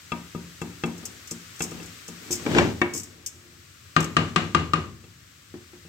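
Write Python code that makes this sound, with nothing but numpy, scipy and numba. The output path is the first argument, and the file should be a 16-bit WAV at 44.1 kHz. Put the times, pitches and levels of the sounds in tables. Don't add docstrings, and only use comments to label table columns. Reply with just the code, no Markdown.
import sys
import numpy as np
from scipy import signal
from scipy.fft import rfft, irfft
from scipy.io import wavfile
from numba import njit

SR = 44100
rng = np.random.default_rng(int(sys.argv[2]) if len(sys.argv) > 2 else 0)


def unload_audio(sound):
    columns = np.transpose(np.atleast_2d(sound))
    steps = np.round(np.clip(columns, -1, 1) * 32767)
    wavfile.write(sys.argv[1], SR, steps.astype(np.int16))


def gain_from_decibels(decibels):
    exponent = np.asarray(decibels, float) / 20
    return 10 ** exponent


N = 259308

# start_s, force_db, hardness_db, pot_air_db
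KNOCKS = [(0.1184, -30, -2.5, 1.5), (0.3484, -30, -21.5, -10.5), (0.6161, -29, -10.5, -11.5),
          (0.836, -23.5, -7, -10.5), (1.03, -47, -11, -7), (1.3142, -36.5, -18, -16),
          (1.605, -29, -4.3, -14.5), (1.7174, -37.5, -15, -13), (1.7988, -41.5, -7, -9),
          (2.0857, -38.5, -15, -14), (5.039, -49, -10, -13), (5.8496, -47.5, -19, -17)]
# start_s, force_db, hardness_db, pot_air_db
BUMPS = [(2.3049, -31, -16, -21), (2.396, -43, -4, 0), (2.4625, -21.5, -9.5, -16), (2.4824, -55, -11, -4),
         (2.515, -30.5, -6, -12), (2.548, -18.5, -9.5, -15), (2.5638, -21.5, -9, -17), (2.583, -22, 7, 3.5),
         (2.592, -22, -9, -12), (2.6155, -24.5, -18, -21), (2.639, -37, -23, -19),
         (2.9495, -34.5, -25, -10), (5.5401, -38, -16, -13), (5.7323, -44.5, -15, -18)]
# start_s, force_db, hardness_db, pot_air_db
STRIKE = [
    (2.8151, -21, 6, 6),
]
# start_s, force_db, hardness_db, pot_air_db
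RAPS = [
    (3.9634, -22.5, 1.5, 9),
    (4.1662, -24.5, 4, 11),
    (4.36, -25.5, 5, 10.5),
    (4.547, -24.5, 2, 11.5),
    (4.734, -27.5, 2, 13.5),
]
# pitch_hz, left_minus_right_db
FRY_LEAD = [(60, -1.5), (110, 3.5), (200, 0), (380, 2), (700, 3), (1290, 10.5), (2380, 7), (4400, 1),
            (8120, 6.5), (15000, -9)]
# pitch_hz, level_db (per Hz)
FLOOR = [(30, -7.5), (58, -11.5), (86, 0.5), (130, -4.5), (255, -0.5), (420, -20), (850, -34), (1000, -31),
         (1150, -23.5), (1750, -22.5), (5000, -24.5), (8300, -26.5), (9200, -37), (16000, -30)]


def unit(x):
    return x / np.sqrt(np.mean(x ** 2))


def on_log(hz, table):
    table_hz, value = np.transpose(table)
    return np.interp(np.log(hz + 1), np.log(table_hz), value)


def colour(x, table):
    gain = gain_from_decibels(on_log(np.linspace(0, SR / 2, 1025), table))
    cepstrum = irfft(np.log(gain))
    cepstrum[1:1024] *= 2
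    cepstrum[1025:] = 0
    response = irfft(np.exp(rfft(cepstrum)))
    return signal.oaconvolve(x, response[None], axes=1)[:, :N]


def band(x, lo_hz, hi_hz):
    return signal.sosfilt(signal.butter(3, [lo_hz, hi_hz], "band", fs=SR, output="sos"), x)


def curve(spans):
    t = np.arange(N) / SR
    return sum(gain_from_decibels(np.interp(t, *np.transpose(span), left=-200, right=-200)) for span in spans)


def pair(likeness):
    mid, side = rng.standard_normal((2, N))
    share = np.clip(likeness, 0, 1)
    opposite = np.array([[1], [-1]])
    return np.sqrt((1 + share) / 2) * mid + np.sqrt((1 - share) / 2) * side * opposite


def grains(per_s, spread_db):
    hit, size, sign = rng.random(N), rng.exponential(size=N), rng.standard_normal(N)
    return unit((hit < per_s / SR) * gain_from_decibels(spread_db * size) * np.sign(sign))


def fading(push, t60):
    return signal.lfilter([1], [1, -np.exp(-np.log(1000) / (t60 * SR))], push)


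def ports(x, lead):
    half = np.array(lead) * [1, 0.5]
    return np.vstack([colour(x[:1], half), colour(x[1:], half * [1, -1])])


@njit
def walls(x, lags, gain, damp):
    line, soft, out = np.zeros((8, 4096)), np.zeros(8), np.zeros((2, len(x)))
    for i in range(len(x)):
        total = 0.
        for k in range(8):
            soft[k] += (1 - damp) * (gain[k] * line[k, (i - lags[k]) & 4095] - soft[k])
            total += soft[k]
            out[k % 2, i] += soft[k]
        for k in range(8):
            line[k, i & 4095] = x[i] + soft[k] - total / 4
    return out


def shake():
    push = np.zeros(N)
    for hits, db in ((RAPS, -5.5), (KNOCKS + BUMPS + STRIKE, -20.5)):
        s, force = np.transpose(hits)[:2]
        push[(s * SR).astype(int)] = gain_from_decibels(force + db)
    return fading(push, 0.63) - fading(push, 0.13)


def hob_hum():
    hum = colour(pair(1.0), FLOOR)
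    rumble = unit(band(hum, 20, 176)) * (gain_from_decibels(-53) + shake())
    return rumble + gain_from_decibels(-58.5) * unit(band(hum, 135.6, 490))


def frying():
    # time_s, level_db
    sizzle = [(0.0, -48), (0.83, -47), (1.24, -46.5), (1.75, -44.5), (2.13, -45.5), (2.54, -40),
              (2.85, -48.5), (3.22, -53), (3.8, -51.5), (4.1, -49.5), (4.9, -54), (5.88, -51.5)]
    bubbles = unit(colour(pair(0.082) + 0.16 * grains(1500, 1.3), FLOOR))
    return unit(band(bubbles, 520, 14000)) * curve([sizzle])


def kitchen():
    microphones = unit(band(pair(0.27), 15700, 17700)) * gain_from_decibels(-70.5)
    return ports(frying() + hob_hum(), FRY_LEAD) + microphones


def spits():
    # start_s, peak_db
    juice = [(0.614, -31), (0.858, -32), (0.978, -35), (1.053, -20), (1.2733, -27.5), (1.3094, -18),
             (1.5595, -37), (1.593, -26.5), (1.605, -29), (1.6196, -14), (1.637, -24), (1.71, -31.5),
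             (1.829, -32), (1.858, -34), (2.079, -26), (2.308, -17), (2.3167, -17.5), (2.353, -23.5),
             (2.936, -19), (3.032, -27.5), (3.2613, -16)]
    # start_s, peak_db
    drops = [
        (4.003, -17),
        (4.025, -25),
        (4.0422, -20.5),
    ]
    # start_s, peak_db
    patches = [
        (2.3258, -16.5),
        (2.947, -24),
        (2.96, -25.5),
        (2.975, -23),
        (2.997, -30.5),
        (3.271, -36),
    ]
    # pitch_hz, level_db (per Hz)
    steam = [(1470, -29), (2500, -8.5), (4200, -12.5), (5200, 3.5), (6950, 6.5), (8010, 5.5), (9830, -9),
             (15200, -9), (16000, -35), (16400, -37)]
    age, body = np.arange(SR // 4) / SR, np.zeros(N)
    for events, decay_s in ((juice, 0.011), (drops, 0.0068), (patches, 0.015)):
        for s, db in events:
            start = int(s * SR)
            body[start:start + len(age)] += gain_from_decibels(db) * (1 - np.exp(-age / 0.00083)) * np.exp(-age / decay_s)
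    fizz = unit(colour(pair(0.08) + 0.5 * grains(1700, 1.5), steam))
    return gain_from_decibels(-6.5) * body * fizz


def strokes(gritty):
    # start_s, hardest_s, end_s, pressure_db, grit_db
    drags = [
        (0.898, 1.03, 1.35, -40, -7.5),
        (1.628, 1.78, 1.95, -40.5, -3),
        (2.054, 2.338, 3.6, -32, -13),
        (2.453, 2.578, 2.732, -20, -0.5),
    ]
    ends_db = -19.5
    spans = []
    for start, hardest, end, pressure, grit in drags:
        db = pressure + gritty * grit
        spans.append([(start, db + ends_db), (hardest, db), (end, db + ends_db)])
    return curve(spans)


def spoon_rasp(slips):
    shape = [(400, 9.5), (1200, -3.5), (3000, -4.5), (8000, -16.5), (10000, -72)]
    return strokes(gritty=0.94) * unit(colour(0.49 * slips + pair(0.29), shape))


def zones(hits, knock_db, crack_db):
    s, force, hard, air = np.transpose(hits)
    thump, hollow, clank = force, force + air, force + hard
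    knock = force + knock_db + 0.65 * hard
    crack = force + crack_db + hard
    return s, np.array([thump, knock, hollow, clank, crack])


def ring(push, hz, t60, rise=0):
    turn = np.exp(2j * np.pi * hz / SR)
    z = signal.lfilter([1], [1, -turn * np.exp(-np.log(1000) / (t60 * SR))], push)
    if rise:
        z = z - signal.lfilter([1], [1, -turn * np.exp(-np.log(1000) / (rise * SR))], push)
    lag = np.exp(1j * min(hz / 1600, 1.6) * rng.uniform(-1.57, 1))
    return np.array([z.imag, (z * lag).imag])


def steel(hits, modes, hollow, wash_db, crack_db, scatter_db, rub=0, wash_time=1.0, soft_hz=6000):
    # low_hz, high_hz, level_db, t60_s
    blurs = [(73, 103, -15, 1), (145, 394, -1, 0.53), (420, 1040, -2.5, 0.35), (1020, 1330, -16, 0.35),
             (1330, 2830, -7, 0.38), (2850, 4520, -17.5, 0.4), (4660, 7920, -27, 0.62)]
    contact_s, swell_s = 0.0006, 0.01
    s, zones_db = hits
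    at = ((s + contact_s) * SR).astype(int)

    def blows(hz, db):
        push = np.zeros(N)
        push[at] = gain_from_decibels(zones_db[np.searchsorted([449, 900, 1450, 3100], hz)] + db)
        return push

    out = 0
    for table, rise in ((modes, 0), (hollow, swell_s)):
        for hz, db, t60 in table:
            luck = np.clip(rng.standard_normal(len(s)), -2, 1.2)
            push = blows(hz, db + scatter_db * luck)
            if hz < 500:
                push = push + gain_from_decibels(db) * rub
            out = out + ring(push, hz, t60, rise)
    out = signal.sosfilt(signal.butter(2, soft_hz, fs=SR, output="sos"), out)
    for lo, hi, db, t60 in blurs:
        push = blows(np.sqrt(lo * hi), db + wash_db)
        swell = fading(push, t60 * wash_time) - fading(push, 0.0022)
        out = out + swell * unit(band(pair(1.05 - lo / 1200), lo, hi))
    crack = fading(blows(SR / 2, crack_db), 0.033) * pair(0.13)
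    return out + colour(crack, [(500, -7.5), (1500, 9.5), (4000, -2), (8000, -6.5), (9800, -25), (16000, -80)])


def base_knocks():
    # pitch_hz, level_db, t60_s
    modes = [(171.6, -0.5, 0.45), (231.7, -4, 0.31), (345.6, -4.5, 0.31), (445.5, -1.5, 0.083),
             (773, -18, 0.11), (948, -5.5, 0.21), (1554, -14, 0.4), (2290, -9, 0.21), (2486, -16, 0.039)]
    # pitch_hz, level_db, t60_s
    hollow = [(313.5, -1.5, 0.064), (786, 7, 0.021), (1223, 9, 0.066), (1632, -4.5, 0.054),
              (1935, -9, 0.024), (2125, 3, 0.037), (2435, 2, 0.041), (2650, 13.5, 0.04), (3300, 6, 0.048)]
    return steel(zones(KNOCKS, knock_db=0.5, crack_db=-1.5), modes, hollow,
                 wash_db=-6, crack_db=9, scatter_db=1.3)


def wall_blows(slips):
    # pitch_hz, level_db, t60_s
    modes = [(177, -10.5, 0.31), (250.4, -3.5, 0.18), (349, 0, 0.26), (570, -8, 0.21), (684, -8.5, 0.093),
             (752, -9, 0.1), (818, -13, 0.15), (979, -10.5, 0.22), (1226, -3.5, 0.08), (1637, -16, 0.17),
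             (1825, -15, 0.12), (2240, -12.5, .22), (2700, -7, 0.083)]
    # pitch_hz, level_db, t60_s
    hollow = [(307.6, 3, 0.083), (433, -3.5, 0.086), (1124, 10, 0.02), (1400, -5, 0.025), (1628, 6, 0.025),
              (1832, 9, 0.025), (2315, 6, 0.033), (3590, 1.5, 0.041)]
    damped = [(hz, db, t60 * (0.64 if hz > 900 else 1)) for hz, db, t60 in modes]
    strike = steel(zones(STRIKE, knock_db=-3, crack_db=-9), modes, hollow,
                   wash_db=-10, crack_db=4.5, scatter_db=3.5)
    judder = steel(zones(BUMPS, knock_db=0.5, crack_db=0.5), damped, hollow,
                   wash_db=-4.5, crack_db=6, scatter_db=3.5,
                   rub=gain_from_decibels(-40.5) * strokes(gritty=0) * slips, wash_time=0.7)
    return strike + judder


def rim_raps():
    # pitch_hz, level_db, t60_s
    modes = [(161.7, 5, 0.31), (237, -9, 0.57), (311, -7.5, 0.16), (342.2, -3.5, 0.35), (520, -13.5, 0.34),
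             (1170, -25, 0.18), (1230, -16, 0.11), (1590, -3.5, 0.22), (1890, -19.5, 0.45),
             (2457, -4, 0.12), (3300, -3, 0.024), (4070, -8, 0.025)]
    # pitch_hz, level_db, t60_s
    beating = [(2822, -8, .3), (2866, -8, .31)]
    # pitch_hz, level_db, t60_s
    hollow = [(288, -18, 0.064), (830, -7, 0.039), (1201, 8.5, 0.05), (1854, 10.5, 0.026),
              (2773, 2.5, 0.035)]
    return steel(zones(RAPS, knock_db=-5, crack_db=4.5), modes + beating, hollow,
                 wash_db=0, crack_db=7, scatter_db=1.25, soft_hz=9500)


def scene():
    # pitch_hz, left_minus_right_db
    pot_lead = [(60, 6), (110, 2.5), (200, 4), (380, 1.5), (700, 4), (1290, 10.5), (2380, 6), (4400, 4.5),
                (8120, 6.5), (15000, -35.5)]
    slips = grains(700, 0.73)
    pot = base_knocks() + wall_blows(slips) + rim_raps() + spoon_rasp(slips)
    near = ports(pot, pot_lead) + ports(spits(), FRY_LEAD)
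    near[0] = np.roll(near[0], 6)
    room_t60_s = 0.38
    lags = rng.integers(300, 2200, 8)
    room = walls(near.mean(axis=0), lags, gain_from_decibels(-60 * lags / SR / room_t60_s), 0.038)
    room = band(room, 243, 22000) + band(room.sum(axis=0), 55, 390)
    return near + gain_from_decibels(-17.5) * room + kitchen()


def low_pass(x):
    return signal.sosfilt(signal.butter(12, 17000, fs=SR, output="sos"), x)


def record(dry):
    rounded = np.tanh(0.84 * dry) / 0.97
    mix = signal.sosfilt(signal.butter(4, 60, "high", fs=SR, output="sos"), rounded)
    mix = signal.sosfilt(signal.ellip(8, 0.2, 70, 15850, fs=SR, output="sos"), mix)
    return low_pass(mix)


dry = scene()
out = record(dry)
unload_audio(out)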